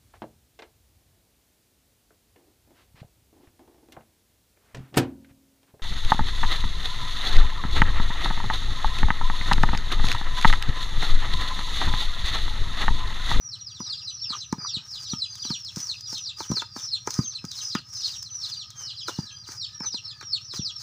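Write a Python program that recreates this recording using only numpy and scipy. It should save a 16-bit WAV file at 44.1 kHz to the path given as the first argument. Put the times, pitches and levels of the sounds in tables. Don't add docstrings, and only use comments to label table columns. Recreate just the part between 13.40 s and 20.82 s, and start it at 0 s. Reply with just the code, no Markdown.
import sys
import numpy as np
from scipy import signal
from scipy.fft import rfft, irfft, next_fast_len
from scipy.io import wavfile
from scipy.ndimage import map_coordinates

SR = 44100
rng = np.random.default_rng(int(sys.argv[2]) if len(sys.argv) > 2 else 0)


def put_to_file(sound):
    columns = np.atleast_2d(sound).T
    safe = np.clip(columns, -1, 1)
    whole_steps = np.round(safe * 32767)
    wavfile.write(sys.argv[1], SR, whole_steps.astype(np.int16))


N = 327221
TIME = np.arange(N) / SR


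def amp(db):
    return 10 ** (np.asarray(db) / 20)


def unit(x):
    return x / np.sqrt(np.mean(x ** 2) + 1e-20)


def add(track, s, x):
    i = int(np.clip(round(s * SR), 0, N))
    track[i:i + len(x)] += x[:N - i]


def wobble(rate, size=N):
    coarse = np.arange(0, size + 32, 32)
    knots = rng.standard_normal(size=1024)
    curve = map_coordinates(knots, [coarse * rate / SR], mode="mirror")
    return np.interp(np.arange(size), coarse, curve)


def filtered(x, response):
    m = next_fast_len(len(x) + 8192)
    return irfft(rfft(x, m) * response(np.fft.rfftfreq(m, 1 / SR)), m)[:len(x)]


def coloured(x, spectrum):
    f, db = np.transpose(spectrum)
    return unit(filtered(x, lambda hz: amp(np.interp(np.log(hz + 1), np.log(f), db))))


def yard_echo(x, wet_db, t60, wall_db, count=5):
    t = np.arange(SR // 4) / SR
    tail = rng.standard_normal(len(t)) * amp(-60 * t / t60) * (1 - np.exp(-t / 0.0007))
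    path = amp(wet_db) * tail / np.linalg.norm(tail)
    path[0] = 1
    delays = rng.integers(SR // 500, SR // 45, count)
    path[delays] += amp(wall_db) * rng.choice([-1, 1], count)
    return signal.fftconvolve(x, path)


# (frequency [Hz], relative density [dB])
YARD_SPECTRUM = [(25, -34.5), (50, -4.5), (70, 1), (115, 3.5), (170, -3), (300, -20), (600, -28),
                 (1050, -25), (1450, -28), (1750, -20), (2100, -25.5), (2600, -21.5), (3500, -39)]
# (frequency [Hz], relative density [dB])
AIR_SPECTRUM = [(2000, -25), (4300, 7), (5800, 14.5), (7200, -29.5), (10000, -29.5), (13500, -24),
                (15200, -7), (16000, -62.5)]


def outdoors(yard_db=-59.5, air_db=-63, drone_hz=1255, drone_db=-70):
    low = amp(yard_db + 0.33 * wobble(5.2)) * coloured(rng.standard_normal(N), YARD_SPECTRUM)
    high = amp(air_db + wobble(4.6)) * coloured(rng.standard_normal(N), AIR_SPECTRUM)
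    narrow = lambda hz: np.exp(-((hz - drone_hz) / 65) ** 2)
    drone = unit(filtered(rng.standard_normal(N), narrow))
    return low + high + amp(drone_db + 4.5 * wobble(7)) * drone


# (centre [Hz], width [Hz], relative gain [dB])
EXHAUST_RESONANCES = [(66.5, 5.2, 1.5), (99.7, 19.4, 8.5), (124.7, 29, 6.5)]


def engine(firing_hz=16.12, level_db=-56, offset=0.4794):
    turns = np.cumsum(firing_hz * (1 + 0.0058 * wobble(1.586))) / SR + offset
    puffs = np.diff(np.floor(turns), prepend=0) * amp(wobble(20))

    def pipe(f):
        total = 0
        for k, (centre, width, db) in enumerate(EXHAUST_RESONANCES):
            damping = 1j * f * width
            total = total + (-1) ** k * amp(db) * damping / (centre ** 2 - f ** 2 + damping)
        return total

    distance = signal.butter(3, [55, 160], "bandpass", fs=SR, output="sos")
    return amp(level_db) * unit(signal.sosfilt(distance, filtered(puffs, pipe)))


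# (start [s], length [s], first pitch [Hz], middle pitch [Hz], last pitch [Hz], relative level [dB])
BIRD_WHISTLES = [(5.28, .29, 3420, 3070, 2830, -50), (5.64, .15, 3250, 2900, 3020, -48),
                 (5.87, .12, 3500, 3150, 3480, -50), (5.76, .24, 1780, 1690, 1590, -58),
                 (6.26, .2, 1760, 1740, 1680, -61), (6.66, .21, 1770, 1740, 1640, -61)]


def far_birds(trim_db=-1, waver=0.016):
    out = np.zeros(N)
    for s, length, first_hz, middle_hz, last_hz, db in BIRD_WHISTLES:
        u = np.linspace(0, 1, int(length * SR))
        glide = np.polyfit([0, .5, 1], [first_hz, middle_hz, last_hz], 2)
        hz = np.polyval(glide, u) * (1 + waver * wobble(150, len(u)))
        tone = np.sin(np.pi * u) * np.sin(2 * np.pi * np.cumsum(hz) / SR)
        add(out, s, yard_echo(amp(db + trim_db) * tone, wet_db=-3, t60=.3, wall_db=-14))
    return out


def peep(hold, fall, start_hz, break_hz, hold_db, fall_db, end_hz=2400, waver=0.007, flutter_db=4.5,
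         octave_db=-24, fade_db=14, throat_hz=4230, throat_db=6.5):
    hold, fall = max(hold, .01), max(fall, .01)
    t = np.arange(int((hold + fall) * SR)) / SR
    held, fallen = np.clip(t / hold, 0, 1), np.clip((t - hold) / fall, 0, 1)
    plunge = np.interp(fallen, [0, .14, .5, .75, 1], [0, .22, .47, .7, 1])
    hz = start_hz + (break_hz - start_hz) * held ** 2.4 + (end_hz - break_hz) * plunge
    hz = hz * (1 + waver * (0.65 + 3 * fallen) * wobble(297.0, len(t)))
    phase = 2 * np.pi * np.cumsum(hz) / SR
    opening = np.clip(fallen / 0.17, 0, 1)
    closing = np.clip(2 * fallen - 1, 0, 1)
    db = hold_db + (fall_db - hold_db) * opening - fade_db * closing
    db = db + throat_db * opening * (np.exp(-((hz - throat_hz) / 330) ** 2) - .5)
    edges = np.clip(t / .028, 0, 1) * np.clip((hold + fall - t) / .004, 0, 1)
    level = amp(db + flutter_db * wobble(116.5, len(t))) * edges
    octave = np.minimum(amp(octave_db - 70 * np.log2(hz / 4000)), .2)
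    return level * (np.sin(phase) + octave * np.sin(2 * phase))


def brood(level_db=-51, middle_hz=5650, count=52):
    out = np.zeros(N)
    for k, (when, length, pitch, loud) in enumerate(rng.random((count, 4))):
        hz = middle_hz * 2 ** (.36 * (pitch - .5))
        db = level_db + 4 * (loud - .5)
        call = peep(0.12 + 0.068 * length, 0.045, hz, .88 * hz, db, db + 3)
        add(out, (k + when) / count * N / SR, yard_echo(call, wet_db=-1, t60=.3, wall_db=-14))
    return out


TYPICAL_HZ, TYPICAL_DB = 5500, -36
BREAK_HZ, BREAK_FOLLOWS = 4963, 0.45
FALL_S, FALL_FOLLOWS = .063, 0.514
HELD_DB, HELD_FOLLOWS = -39, 0.35
# (time of the break [s], held length [s], start pitch [Hz], relative level of the fall [dB])
CHICK_PEEPS = [(0.114, 0.11, 5930, -36), (0.271, 0.074, 5770, -46), (0.344, 0.044, 4750, -45),
               (0.452, 0.069, 5050, -43.5), (0.491, 0.11, 5924, -34), (0.572, 0.12, 4900, -38.5),
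               (0.658, 0.047, 5660, -38.5), (0.704, 0.15, 4940, -53), (0.799, 0.12, 6060, -39),
               (0.891, 0.1, 5550, -27.5), (0.989, 0.069, 6010, -38), (1.261, 0.07, 4740, -37.5),
               (1.322, 0.15, 4970, -40), (1.325, 0.12, 6000, -30.5), (1.526, 0.059, 5700, -38.5),
               (1.648, 0.09, 4914, -41.5), (1.692, 0.066, 5350, -38), (1.793, 0.14, 5920, -31.5),
               (1.932, 0.11, 4910, -45), (2.053, 0.086, 4940, -39), (2.102, 0.085, 5965, -30.5),
               (2.252, 0.14, 5755, -39.5), (2.48, 0.083, 5990, -30.5), (2.725, 0.11, 4960, -44),
               (2.738, 0.091, 5720, -36.5), (2.856, 0.09, 6075, -30.5), (2.993, 0.054, 4910, -40),
               (3.155, 0.085, 5990, -26.5), (3.506, 0.11, 6035, -34), (3.521, 0.11, 5460, -32),
               (3.818, 0.13, 5070, -45.5), (3.93, 0.11, 6390, -32), (4.109, 0.034, 4870, -43.5),
               (4.166, 0.024, 5400, -39), (4.304, 0.11, 6244, -38.5), (4.319, 0.1, 5110, -35),
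               (4.381, 0.15, 5120, -46.5), (4.554, 0.052, 5650, -48), (4.607, 0.089, 5370, -41),
               (4.63, 0.085, 6160, -32.5), (4.71, 0.1, 4995, -42.5), (4.848, 0.12, 5650, -44),
               (5.016, 0.12, 6050, -32.5), (5.055, 0.07, 5530, -39.5), (5.122, 0.043, 5210, -40),
               (5.19, 0.072, 4760, -36.5), (5.455, 0.099, 6380, -37.5), (5.502, 0.089, 5180, -42.5),
               (5.573, 0.036, 4910, -36), (5.66, 0.1, 5040, -42.5), (5.857, 0.092, 4840, -43.5),
               (6.096, 0.16, 4840, -62), (6.207, 0.049, 5030, -37.5), (6.238, 0.069, 5690, -36),
               (6.435, 0.11, 5650, -43), (6.529, 0.097, 6100, -32.5), (6.672, 0.041, 5460, -37),
               (6.924, 0.096, 5700, -32), (7.094, 0.061, 6050, -41.5), (7.16, 0.055, 5230, -37.5),
               (7.251, 0.09, 5850, -29.5), (7.392, 0.067, 5600, -44)]


def chicks(trim_db=1.0, fall_scatter=0.06):
    out = np.zeros(N)
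    for (break_s, hold, hz, db), chance in zip(CHICK_PEEPS, rng.standard_normal(len(CHICK_PEEPS))):
        high = hz / TYPICAL_HZ
        fall = FALL_S * high ** FALL_FOLLOWS * np.exp(fall_scatter * chance)
        held_db = HELD_DB + HELD_FOLLOWS * (db - TYPICAL_DB)
        call = peep(hold, fall, hz, BREAK_HZ * high ** BREAK_FOLLOWS, held_db, db)
        add(out, break_s - hold, yard_echo(call, wet_db=-6.5, t60=0.25, wall_db=-10.0))
    return amp(trim_db) * out


# (start [s], length [s], rms level before the fades [dB])
FLOUR_SQUEAKS = [(0.924, 0.033, -34.5), (1.244, 0.02, -35.5)]


def squeaks(hz=1215, waver=0.041, flutter_db=10.0, edge_s=0.0044):
    out = np.zeros(N)
    for s, length, db in FLOUR_SQUEAKS:
        t = np.arange(int(length * SR)) / SR
        phase = 2 * np.pi * np.cumsum(hz * (1 + waver * wobble(474, len(t)))) / SR
        tone = unit(np.sin(phase) * amp(flutter_db * wobble(350, len(t))))
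        gate = np.clip(np.minimum(t, length - t) / edge_s, 0, 1)
        add(out, s, tone * gate * amp(db))
    return out


# (nominal pitch [Hz], relative level [dB], time to fall 60 dB [s])
PLATE_MODES = [(364, 0.5, 0.0094), (596, -18.5, 0.018), (886.7, -6, 0.037), (993, -0.5, 0.017),
               (1251.5, -1, 0.048), (1420, -4.5, 0.031), (1585, 1, 0.017), (1847, -3, 0.013),
               (2320, -6, 0.015), (3190, -28.5, 0.004)]


def plate_ring(floor_db, vary_db):
    t = np.arange(SR // 12) / SR
    hz, mode_db, t60 = np.transpose(PLATE_MODES)[:, :, None]
    strength, shift, turn = rng.standard_normal((3, len(PLATE_MODES), 1))
    db = mode_db + floor_db * (hz < 1100) + vary_db * strength
    phase = 2 * np.pi * (hz * (1 + .02 * shift) * t + turn)
    modes = amp(db - 60 * t / t60) * np.sin(phase)
    return modes.sum(0) * (1 - np.exp(-t / .0003))


BITE_SHARE, EASE_SHARE = 0.43, 0.52
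STROKE_SHAPE = 1.98
DRAG_EDGE_DB, DRAG_PRESS_DB = -77.5, -67
# (deepest bite [s], length [s], relative level of the edge scraping on steel [dB],
# relative level of the ladle pressing through the flour [dB])
LADLE_STROKES = [(0.481, 0.07, -77, -54.5), (0.935, 0.077, -59, -43.5), (1.221, 0.095, -71, -49),
                 (1.388, 0.15, -76, -53.5), (1.61, 0.35, -60.5, -59.5), (2.06, 0.26, -58, -56),
                 (2.41, 0.27, -56.5, -56), (2.74, 0.15, -58.5, -60), (3.019, 0.088, -52.5, -50),
                 (3.144, 0.18, -59.5, -54), (3.405, 0.11, -53, -51), (3.746, 0.18, -53, -49.5),
                 (4.218, 0.22, -52.5, -56), (4.389, 0.025, -64.5, -45.5), (4.664, 0.32, -56, -58.5),
                 (5.055, 0.23, -60, -58.5), (5.406, 0.12, -59.5, -52.5), (5.695, 0.039, -48, -44),
                 (5.75, 0.19, -59, -53), (6.119, 0.1, -53.5, -49.5), (6.447, 0.05, -66, -44.5),
                 (6.683, 0.14, -74, -59), (7.156, 0.054, -50, -47.5), (7.41, 0.065, -55.5, -58)]


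def stroke_levels():
    edge, press = np.full(N, amp(DRAG_EDGE_DB)), np.full(N, amp(DRAG_PRESS_DB))
    for s, length, edge_db, press_db in LADLE_STROKES:
        side = length * np.where(TIME < s, BITE_SHARE, EASE_SHARE)
        distance = np.minimum(np.abs((TIME - s) / side), 2 * np.pi)
        swell = np.exp(-distance ** STROKE_SHAPE)
        edge = np.maximum(edge, amp(edge_db) * swell)
        press = np.maximum(press, amp(press_db) * swell)
    return edge, press


def grains(rate, spread_db, smooth):
    hit = rng.random(N) < rate / SR
    size = np.minimum(rng.exponential(size=N), 4)
    slips = unit(hit * amp(spread_db * size) * rng.choice([-1, 1], N))
    return slips + smooth * rng.standard_normal(N)


# (frequency [Hz], relative density [dB])
GRIT_SPECTRUM = [(300, -60), (1000, -10), (2500, -12.5), (3800, -8), (5200, 9.5), (6300, 8), (7400, -6.5),
                 (9500, -11), (12500, -24.5), (13700, -24.5), (14500, -9), (15300, -8.5), (16000, -86)]


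def stirring(edge_gain_db=14, press_gain_db=-1, judder_db=2, lumps_db=1.54):
    edge, press = stroke_levels()
    judder = judder_db * wobble(60) + lumps_db * wobble(22)
    grit = coloured(grains(rate=2600, spread_db=4.3, smooth=0.6), GRIT_SPECTRUM)
    plate = plate_ring(floor_db=-3, vary_db=0)
    body = unit(signal.fftconvolve(grains(rate=900, spread_db=4, smooth=1.0), plate)[:N])
    return edge * amp(edge_gain_db + judder) * grit + press * amp(press_gain_db + judder) * body


CRACK_DB = -11.5
# (start [s], relative level [dB])
EDGE_TICKS = [(1.954, -34.5), (2.248, -38.5), (2.3601, -29.5), (2.47, -37.5), (2.608, -36), (2.7799, -32.5),
              (3.706, -26.5), (3.7403, -26.5), (4.0507, -32.5), (4.1151, -32.5), (4.612, -43),
              (4.8272, -32.5), (5.3038, -38)]
# (start [s], relative ring level [dB],
# relative thud level [dB], relative boost of the floor modes under 1.1 kHz [dB])
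LADLE_BLOWS = [(0.402, -31.5, -28.5, -2), (0.902, -36, -36.5, 1), (1.1255, -20, -18, -1),
               (1.181, -43, -31.5, -6), (1.367, -66, -31.5, -14), (1.732, -30.5, -22.5, -5.5),
               (2.05, -33, -37, -12), (2.102, -28, -23, -5), (2.368, -36, -25.5, -1),
               (2.726, -36.5, -35, 3), (3.003, -25.5, -37, 0), (3.1, -38.5, -20, 5), (3.115, -21, -16.5, 4),
               (3.168, -30.5, -49, -6), (3.219, -26, -56, -3.5), (3.362, -28.5, -33.5, 0),
               (3.673, -17, -31, -3), (3.788, -27.5, -11.5, -4), (4.041, -34, -28, -3),
               (4.3502, -18, -18, -21), (5.681, -20, -32.5, -8), (5.691, -24.5, -49, 20),
               (5.786, -32.5, -18, 11), (6.087, -34.5, -43, -8), (6.404, -31.5, -29.5, 1),
               (6.541, -34, -37, 2.5), (6.81, -31, -64, -12.5), (6.826, -34, -47.5, -23),
               (7.136, -30, -42, -11), (7.192, -51, -23.5, -11)]


def ticks(trim_db=6, tail_db=-21):
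    out, t = np.zeros(N), np.arange(SR // 10) / SR
    blow_cracks = [(s, ring_db + CRACK_DB) for s, ring_db, *_ in LADLE_BLOWS]
    for s, db in list(EDGE_TICKS) + blow_cracks:
        crack = amp(-60 * t / .014) * (1 - np.exp(-t / .0003))
        decay = crack + amp(tail_db - 60 * t / 0.18)
        add(out, s, amp(db + trim_db) * decay * coloured(rng.standard_normal(len(t)), GRIT_SPECTRUM))
    return out


SOFT_THUD_HZ, HARD_RISE_HZ, HARD_POWER, HARDEST_HZ = 132.6, 78.3, 0.678, 385
# (frequency [Hz], relative density [dB])
SETTLE_SPECTRUM = [(50, -55), (110, 12.5), (220, 15), (400, -2.5), (900, -24), (2000, -72)]


def thuds(trim_db=2, rise=0.0024, t60=0.023, sag=0.59, settle_db=-19, delay=0.001):
    out, t = np.zeros(N), np.arange(SR // 8) / SR
    for s, ring_db, db, _ in LADLE_BLOWS:
        hz = min(SOFT_THUD_HZ + HARD_RISE_HZ * amp(ring_db - db) ** HARD_POWER, HARDEST_HZ)
        phase = 2 * np.pi * np.cumsum(hz * (0.671 + sag * np.exp(-t / 0.0096))) / SR
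        push = np.sin(phase) * (1 - np.exp(-(t / rise) ** 2)) * amp(-60 * t / t60)
        settle = coloured(rng.standard_normal(len(t)), SETTLE_SPECTRUM)
        settle *= amp(settle_db - 60 * t / 0.15) * (1 - np.exp(-t / 0.0039))
        add(out, s + delay, amp(db + trim_db) * (push / np.abs(push).max() + settle))
    return out


def knocks(floor_lift_db=9, chatter_db=-29, chatter_t60=0.083, delay=0.00153):
    out, t = np.zeros(N), np.arange(SR // 12) / SR
    for s, db, _, floor_db in LADLE_BLOWS:
        force = rng.standard_normal(len(t)) * amp(chatter_db - 60 * t / chatter_t60)
        force[0] = 1
        blow = signal.fftconvolve(force, plate_ring(floor_db + floor_lift_db, vary_db=3))
        add(out, s + delay, amp(db) * blow / np.abs(blow).max())
    return out


def scene():
    background = outdoors() + engine() + far_birds() + brood() + chicks()
    ladle = squeaks() + stirring() + ticks() + thuds() + knocks()
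    mono = background + ladle
    return np.array([mono, mono])


def record(dry, low_cut_hz=62, top_hz=15800):
    low_cut = signal.butter(3, low_cut_hz, "highpass", fs=SR, output="sos")
    thin = signal.sosfilt(low_cut, dry)
    return np.array([filtered(channel, lambda hz: hz < top_hz) for channel in thin])


dry = scene()
out = record(dry)
put_to_file(out)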